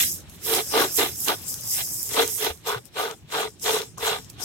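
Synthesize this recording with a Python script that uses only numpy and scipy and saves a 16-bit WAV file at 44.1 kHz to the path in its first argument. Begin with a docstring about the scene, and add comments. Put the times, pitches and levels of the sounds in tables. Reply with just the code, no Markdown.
"""Chain saw-cut through a branch in dry leaves

A toothed chain is pulled to and fro through a thin branch: showers of tooth bites excite resonators
at the modes of the wood and noise bands of tearing fibres. Branch, chain and boots stir the litter into
bright hiss and coarse crunch (banded click showers), with lone snaps (filtered bursts) and soft ground
thumps (decaying sines). Distant traffic rumbles low and the open woodland hisses faintly (noise)."""
import sys
import numpy as np
from scipy import signal
from scipy.io import wavfile

SR = 44100
rng = np.random.default_rng(int(sys.argv[2]) if len(sys.argv) > 2 else 0)


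def dump_mix(stems):
    """Bounce the given channels to the path in sys.argv[1] as a 16-bit WAV at rate SR."""
    frames = np.atleast_2d(stems).T  # one column per channel
    limited = np.clip(frames, -1, 1)  # hard clip at full scale
    pcm = np.round(limited * 32767).astype(np.int16)
    wavfile.write(sys.argv[1], SR, pcm)


N = 196089

# Saw strokes; levels are before the mix of rings and fibres, the last three relative to the bite:
# hold_start_s, bite_db, rise_s, hold_s, change_over_hold_db, mid_stroke_arch_db, fall_s,
# fine_rasp_db, main_bending_db, free_end_sway_db
SAW_STROKES = [(0.0, -40, .02, 0.035, -5.5, -0.8, 0.062, 18.5, -8, -21),
               (0.484, -34, 0.06, 0.12, 2, 2.5, 0.033, 3.5, 1.5, -13),
               (0.739, -23.5, 0.028, .11, -3.5, 3, 0.041, -2.5, -4.5, -17.5),
               (0.99, -26.5, 0.032, 0.054, -1, 1.5, 0.076, 2.5, -2.5, -13),
               (1.281, -24.5, 0.027, 0.055, -8, 0.5, 0.03, -1, -6.5, -16),
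               (1.772, -45.5, 0.11, 0.034, 6.5, 1, 0.033, 9, -28, -24),
               (2.166, -27.5, 0.083, 0.063, -2, 6, 0.1, 0.5, 2, -16.5),
               (2.425, -31, 0.068, 0.071, -4.5, 4, 0.044, 2.5, 2.5, -19),
               (2.67, -30, 0.033, 0.11, -9.5, 3, 0.017, -0.5, 2.5, -28),
               (2.984, -24.5, 0.042, 0.13, -11.5, 0.5, 0.043, -4.5, -3, -26.5),
               (3.331, -30, 0.041, .14, -7, 6.5, 0.026, -1.5, -2.5, -24.5),
               (3.658, -29.5, 0.038, 0.17, -11.5, 7.5, .055, 1, 3.5, -24.5),
               (3.977, -41, 0.012, 0.034, -10, 1, 0.028, -11, 2.5, -27),
               (4.028, -30, 0.039, 0.12, -1.5, 5.5, 0.064, 0, -2.5, -29),
               (4.403, -43.5, 0.072, 0.047, -1, 2, .05, 0.5, -8, -16)]
# Growth of the bending mode along a stroke (early strokes start with it, later ones build it up):
# time_s, growth_db (from minus this to plus this over the hold)
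BENDING_GROWTH = [(0.0, -3.5), (1.5, -2), (2.2, -0.5), (4.45, 3)]
# Pitches of the branch modes: pitch_hz
MODE_PITCHES = [304, 385, 435, 540, 680, 791, 960, 1215, 1460, 2095, 2290, 2800, 3300, 3445, 3680, 3945]
# Branch modes in the same order: width_hz (of the narrower of two resonators), relative_level_db
MODE_SHAPES = [(69.7, 10.5), (56, 14), (41.8, 4), (60.3, -8.5), (60, -10.5), (86, -10), (102, -8),
               (75, -5.5), (96, -7.5), (123, -10), (70, -17.5), (102, -16.5), (145, -13.5), (95, -7.5),
               (76, -15), (110, -8.5)]
# Broad sound of tearing fibres: frequency_hz, relative_density_db (per Hz)
FIBRE_SPECTRUM = [(500, -28.5), (900, -1), (1600, -11), (2300, -8.5), (3600, -9.5), (4400, -2.5),
                  (5200, -18)]
# Rustles of stirred leaves: hold_start_s, hiss_db, rise_s, hold_s, change_over_hold_db, fall_s,
# top_re_hiss_db, left_minus_right_db
LEAF_RUSTLES = [(0.0, -20.5, .05, 0.15, -14.5, 0.11, 2, 3), (0.297, -54.5, 0.041, 0.066, 2.5, .05, 1.5, 1),
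                (0.451, -31.5, 0.063, .1, 6, 0.22, 3, 1), (0.697, -52, .1, .03, -11, .1, -8, 0.5),
                (0.808, -27, 0.46, 0.0087, 2.5, 0.19, 2, 4.5),
                (0.976, -23.5, 0.17, 0.063, -7.5, 0.34, 3, 1),
                (1.206, -33.5, 0.17, 0.077, 3.5, 0.21, 4.5, 2.5),
                (1.42, -50.5, 0.18, 0.021, -1.5, 0.052, 9, 13.5),
                (1.492, -30.5, 0.11, 0.041, -2.5, 0.18, 1.5, 7), (1.596, -46, .1, 0.018, -9, .1, -5, 8),
                (1.727, -25, 0.24, 0.11, -6, 0.32, 2, 4.5), (1.934, -33.5, 0.28, 0.14, -3.5, .2, 3, 3.5),
                (2.149, -30.5, 0.47, 0.071, 0.5, 0.23, 0.5, 6), (2.309, -32, 0.33, 0.14, 0.5, 0.18, 2, -1),
                (2.675, -32, 0.041, 0.052, -7, 0.15, 1, 5), (2.86, -50.5, 0.035, .005, -2.5, 0.06, 1, 18),
                (2.993, -34, 0.074, 0.081, -9, 0.21, 0.5, 8), (3.322, -39, 0.057, 0.08, 5, 0.18, -1.5, 7),
                (3.629, -31.5, 0.046, 0.12, 4, 0.18, -1.5, 5), (3.977, -48, 0.0078, 0.088, 19, 0.24, 0, 7),
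                (4.238, -56, .04, .01, -2, 0.043, 0, 7), (4.301, -42, 0.02, .01, -12.5, 0.13, 0, 1),
                (4.409, -39, 0.047, 0.042, 10, .1, -3, 10)]
# Leaf hiss and its top: frequency_hz, relative_density_db (per Hz)
HISS_SPECTRUM = [(4800, 2), (5400, 0), (6700, -2.5), (8300, -0.5), (9800, -4.5), (12000, 0.5), (14000, -4),
                 (17000, -9)]
# Coarse crunch of the litter: frequency_hz, relative_density_db (per Hz)
CRUNCH_SPECTRUM = [(330, -9.5), (500, -7), (1000, -11), (1300, -12.5), (3300, -11.5), (4400, -10),
                   (5000, -17)]
# Course of the crunch: time_s, level_db
CRUNCH_COURSE = [(0.0, -52.5), (0.46, -52.5), (0.69, -47.5), (0.79, -29), (0.93, -47.5), (1.05, -61),
                 (1.25, -48), (2.1, -51.5), (2.34, -53), (2.47, -57), (2.73, -58.5), (4.03, -61),
                 (4.24, -54), (4.44, -58)]
# Far rumble: frequency_hz, relative_density_db (per Hz)
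RUMBLE_SPECTRUM = [(30, -30), (45, -20.5), (62, -3), (120, -1), (190, -6.5), (260, -14.5), (320, -11),
                   (420, -13)]
# Course of the rumble: time_s, level_db
RUMBLE_COURSE = [(0.0, -41), (0.3, -47.5), (0.9, -44.5), (1.5, -47.5), (2.2, -46.5), (2.9, -53.5),
                 (3.8, -47), (4.45, -48.5)]
# Lone leaf and twig snaps: start_s, peak_db (before panning), centre_hz, left_minus_right_db
LEAF_SNAPS = [(0.297, -35, 8150, 21), (0.538, -15, 3300, -16), (1.204, -14, 12000, -14),
              (1.2831, -11, 3160, -14), (1.5415, -14, 7460, -1), (1.6097, -21, 12200, 7),
              (2.03, -12, 12600, -15), (2.0912, -19, 11700, -10), (2.2774, -12, 7660, -7),
              (2.5745, -36, 6900, 10), (2.6714, -23, 3930, 10), (2.6874, -37, 3950, -2.5),
              (2.855, -32, 7800, 20), (3.1114, -23, 3140, 12), (3.597, -43.5, 5450, -26.5),
              (3.818, -22.5, 3420, 14), (3.982, -24.5, 6500, 9), (4.2462, -32, 5540, 7),
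              (4.2996, -29.5, 5800, -7)]
# Branch knocking the ground: start_s, level_db (before onset and decay), pitch_hz
GROUND_THUMPS = [(0.992, -34, 105), (2.503, -28, 76), (2.76, -27, 120)]
# Power common to both channels: frequency_hz, share (0-1)
COMMON_SHARE = [(60, 0.97), (250, 0.78), (500, 0.61), (1000, 1), (2000, 0.067), (4000, 0.28), (8000, 0.15),
                (15000, 0.041)]
# Stereo balance: frequency_hz, left_minus_right_db
STEREO_BALANCE = [(60, -1.5), (130, -1), (290, -1), (640, -1.5), (1200, 2.5), (2500, -1.5), (5500, 0.5),
                  (11000, -8.5), (15000, -4.5)]
# Phase of the common part: frequency_hz, left_lead_rad
PHASE_LEAD = [(60, -1.17), (250, 0), (500, 0.54), (1210, 1.52), (2670, -2), (3360, -1.1), (7150, -6),
              (10500, -8.5), (16000, 3)]

STEP = 40       # samples between envelope points
EDGE_DB = 30    # dB that the rise and fall times count
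STROKE_EDGE_POWER = 1.064   # rounds stroke edges at the top, steepens them towards the turning points
# share of the bite's rise and fall, in dB, that these are spared
RASP_LINGERS, BEND_LINGERS, SWAY_LINGERS = 0.24, 0.067, 0.073
TOP_DULLS = 0.24    # extra dB the top of the hiss loses per dB that a rustle's edge is below full
AIR_DB = -71        # white noise level re unit rms, before its high-pass
CUTOFF_HZ = 15900


def from_db(db):
    """Logarithmic level: decibels to amplitude gain."""
    return 10 ** (np.asarray(db) / 20)


def rms_one(x):
    """Power normalisation: scale to unit rms."""
    return x / np.sqrt(np.mean(x ** 2) + 1e-20)


def in_time(rows):
    """Linear interpolation: curve columns at every sample."""
    s, *columns = np.transpose(rows)
    return [np.interp(np.arange(N) / SR, s, c) for c in columns]


def at_hz(points, hz):
    """Spectral interpolation on a logarithmic frequency axis."""
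    table_hz, values = np.array(points).T
    return np.interp(np.log(hz), np.log(table_hz), values)


def swell(start_s, rise_s, hold_s, fall_s):
    """Exponential growth and decay: edges in dB (0 while held) and progress 0-1, every STEP samples."""
    t = np.arange(0, N + STEP, STEP) / SR - start_s
    hold_s = max(hold_s, .002)
    rising = t / max(rise_s, .002)      # the rise ends where the hold starts
    falling = (hold_s - t) / max(fall_s, .002)
    edge_db = EDGE_DB * np.minimum(0, np.minimum(rising, falling))
    return edge_db, np.clip(t / hold_s, 0, 1)


def every_sample(envelopes):
    """Linear interpolation: fill envelopes in between their points."""
    return np.array([np.interp(np.arange(N) / STEP, np.arange(len(e)), e) for e in envelopes])


def grains(per_s, spread_db):
    """Poisson-like shot noise: two sets of three random click showers with uneven sizes."""
    draw = rng.random((2, 3, N))
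    born = draw < per_s / SR
    luck = draw[born] * SR / per_s      # again uniform: gives sign and size
    size = np.minimum(-np.log(np.abs(2 * luck - 1) + 1e-9), 5)
    out = np.zeros((2, 3, N))
    out[born] = np.sign(luck - .5) * from_db(spread_db * size)
    return rms_one(out)


def crackle(per_s, spread_db, t60):
    """Relaxation: a gain jumps at random breaks or catches and sinks back by 60 dB in t60 seconds."""
    size = from_db(spread_db * np.minimum(rng.exponential(1, N), 3))
    jumps = (rng.random(N) < per_s / SR) * size
    decay = from_db(-60 / (t60 * SR))
    return 1 + signal.lfilter([1], [1, -decay], jumps + 1e-18)


def flicker(depth_db, rate_hz):
    """Random modulation: twice low-passed noise makes a gain wander, depth_db in rms."""
    r = np.exp(-2 * np.pi * rate_hz * STEP / SR)
    noise = rng.standard_normal(N // STEP + 1002)
    slow = signal.lfilter([1], [1, -2 * r, r * r], noise)[1000:]    # drop the filter's settling
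    return np.interp(np.arange(N) / STEP, np.arange(len(slow)), from_db(depth_db * rms_one(slow)))


def sides(db):
    """Interaural level difference: left and right gains."""
    return from_db(np.array([db / 2, -db / 2]).reshape(2, -1))


def spread(parts, hz):
    """Partial coherence: a common part that leads in one channel, and a part of each channel's own."""
    alike = np.clip(at_hz(COMMON_SHARE, hz), .01, .99)
    lag = round(at_hz(PHASE_LEAD, hz) / (2 * np.pi * hz) * SR)      # whole samples
    common = np.array([parts[0], np.roll(parts[0], lag)])
    mixed = np.sqrt(alike) * common + np.sqrt(1 - alike) * parts[1:]
    return sides(at_hz(STEREO_BALANCE, hz)) * mixed


def resonance(x, hz, width_hz):
    """Damped resonator: a two-pole peak of about unit gain."""
    r = np.exp(-np.pi * width_hz / SR)
    zeros = np.array([1, 0, -1]) * (1 - r * r) / 2
    poles = [1, -2 * r * np.cos(2 * np.pi * hz / SR), r * r]
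    return signal.lfilter(zeros, poles, x)


def highpass(x, order, hz):
    """Butterworth high-pass: attenuate what lies below hz."""
    return signal.sosfilt(signal.butter(order, hz, "high", fs=SR, output="sos"), x)


def coloured(source, spectrum, patchy_db, patch_rate, step):
    """Filter bank: bands step octaves wide, each with its own level and flicker."""
    first, last = np.log2(spectrum[0][0]), np.log2(spectrum[-1][0])
    out = 0
    for k, low in enumerate(2 ** np.arange(first, last - step / 2, step)):
        high = low * 2 ** step
        centre = np.sqrt(low * high)
        bandpass = signal.butter(2, [low, high], "band", fs=SR, output="sos")
        band = signal.sosfilt(bandpass, source[k % 2])
        gain = from_db(at_hz(spectrum, centre)) * flicker(patchy_db, patch_rate)
        out = out + gain * spread(band, centre)
    return out


def stroke_gains():
    """Force envelopes: gains of bites, rasp, bend and sway, summed over the strokes."""
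    gains = 0
    for (start_s, bite_db, rise_s, hold_s, change_db, arch_db, fall_s,
         rasp_db, bend_db, sway_db) in SAW_STROKES:
        edge_db, along = swell(start_s, rise_s, hold_s, fall_s)
        edge_db = -EDGE_DB * (-edge_db / EDGE_DB) ** STROKE_EDGE_POWER
        force_db = bite_db + edge_db + change_db * along + arch_db * np.sin(np.pi * along)
        growth_db = np.interp(start_s, *np.transpose(BENDING_GROWTH)) * (2 * along - 1)
        gains = gains + from_db([force_db,
                                 force_db + rasp_db - RASP_LINGERS * edge_db,
                                 force_db + bend_db + growth_db - BEND_LINGERS * edge_db,
                                 force_db + sway_db - SWAY_LINGERS * edge_db])
    return every_sample(gains)


def saw():
    """Modal excitation: bunched tooth bites ring the branch's modes and tear its fibres."""
    teeth = grains(2200, spread_db=2.5) * crackle(220, spread_db=0.0, t60=0.0091) * flicker(1.0, 40)
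    bites, rasp, bend, sway = (teeth * gain for gain in stroke_gains())
    rings = 0
    for k, (hz, (width_hz, level_db)) in enumerate(zip(MODE_PITCHES, MODE_SHAPES)):
        drive = sway if hz < 400 else bend if hz < 490 else bites if hz < 1750 else rasp
        # two resonators in series give steep skirts
        ringing = resonance(resonance(drive[k % 2], hz, 2 * width_hz), hz, width_hz)
        unsteady = flicker(1 if hz < 490 else 2.2, 25)      # the moving kerf feeds the modes unevenly
        rings = rings + from_db(level_db) * unsteady * spread(ringing, hz)
    coarse = coloured(bites, FIBRE_SPECTRUM[:3], patchy_db=4.0, patch_rate=18, step=0.4315)
    fine = coloured(rasp, FIBRE_SPECTRUM[2:], patchy_db=1.0, patch_rate=30, step=0.486)
    # the tearing is thin below the bending mode, so a high-pass clears its lows
    tearing = highpass(coarse + fine, 4, 400)
    return from_db(19.0) * rings + from_db(12.5) * tearing


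def leaves():
    """Friction shot noise: rubbing brittle leaves make a dense bright shower and a duller crunch."""
    hiss_power, top_power = 0, 0
    for start_s, hiss_db, rise_s, hold_s, change_db, fall_s, top_db, pan_db in LEAF_RUSTLES:
        edge_db, along = swell(start_s, rise_s, hold_s, fall_s)
        power = (sides(pan_db) * from_db(hiss_db + edge_db + change_db * along)) ** 2
        hiss_power = hiss_power + power
        top_power = top_power + power * from_db(top_db + TOP_DULLS * edge_db) ** 2
    shower = grains(9000, spread_db=-1.0) * flicker(0.09, 30) * crackle(76, spread_db=2.0, t60=0.0034)
    hiss = rms_one(coloured(shower, HISS_SPECTRUM[:5], patchy_db=2.24, patch_rate=11.3, step=0.255))
    hiss = highpass(hiss, 8, 4850)
    top = rms_one(coloured(shower, HISS_SPECTRUM[4:], patchy_db=0.4, patch_rate=13, step=0.194))
    coarse_shower = grains(6000, spread_db=3.0)
    crunch = rms_one(coloured(coarse_shower, CRUNCH_SPECTRUM, patchy_db=2.5, patch_rate=25.0, step=0.466))
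    bright = every_sample(np.sqrt(hiss_power)) * hiss + every_sample(np.sqrt(top_power)) * top
    return bright + from_db(in_time(CRUNCH_COURSE)[0]) * crunch


def rumble():
    """Band-limited noise: distant traffic as lumpy low noise."""
    source = rng.standard_normal((2, 3, N))
    noise = coloured(source, RUMBLE_SPECTRUM, patchy_db=2.5, patch_rate=14.0, step=0.516)
    return from_db(in_time(RUMBLE_COURSE)[0]) * rms_one(noise)


def air():
    """Uncorrelated noise: a faint steady bright hiss of open woodland, its own in each channel."""
    return from_db(AIR_DB) * highpass(rng.standard_normal((2, N)), 2, 3500)


def snaps():
    """Impulsive fracture: a sharp break and milliseconds of splinters, broad around one centre."""
    length = 600    # samples
    out, t = np.zeros((2, N)), np.arange(length) / SR
    bursts = rng.standard_normal((len(LEAF_SNAPS), 3, length)) * from_db(-60 * t / 0.014)
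    bursts[:, 0, 0] = 3.9       # the break itself, common to both channels
    for (start_s, peak_db, hz, pan_db), burst in zip(LEAF_SNAPS, bursts):
        at = round(start_s * SR)
        sound = resonance(burst[0] + .6 * burst[1:], min(hz, 12000), .8 * hz)
        sound = signal.lfilter(*signal.butter(2, .45 * hz, "high", fs=SR), sound)
        out[:, at:at + length] += from_db(peak_db) * sides(pan_db) * sound / np.abs(sound).max()
    return out


def thumps():
    """Damped oscillation: the branch knocks the ground, a soft low push that rings a few cycles."""
    length = 5000   # samples
    out, t = np.zeros(N), np.arange(length) / SR
    for start_s, level_db, hz in GROUND_THUMPS:
        at = round(start_s * SR)
        onset = 1 - np.exp(-t / .004)
        decay = from_db(level_db - 60 * t / .13)
        out[at:at + length] += decay * onset * np.sin(2 * np.pi * hz * t)
    return out


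def scene():
    """Superposition: all sources add in the two channels."""
    return saw() + leaves() + rumble() + air() + snaps() + thumps()


def record(dry):
    """Low-pass filtering: a steep elliptic filter cuts the top."""
    return signal.sosfilt(signal.ellip(10, .5, 55, CUTOFF_HZ, fs=SR, output="sos"), dry)


dry = scene()
out = record(dry)
dump_mix(out)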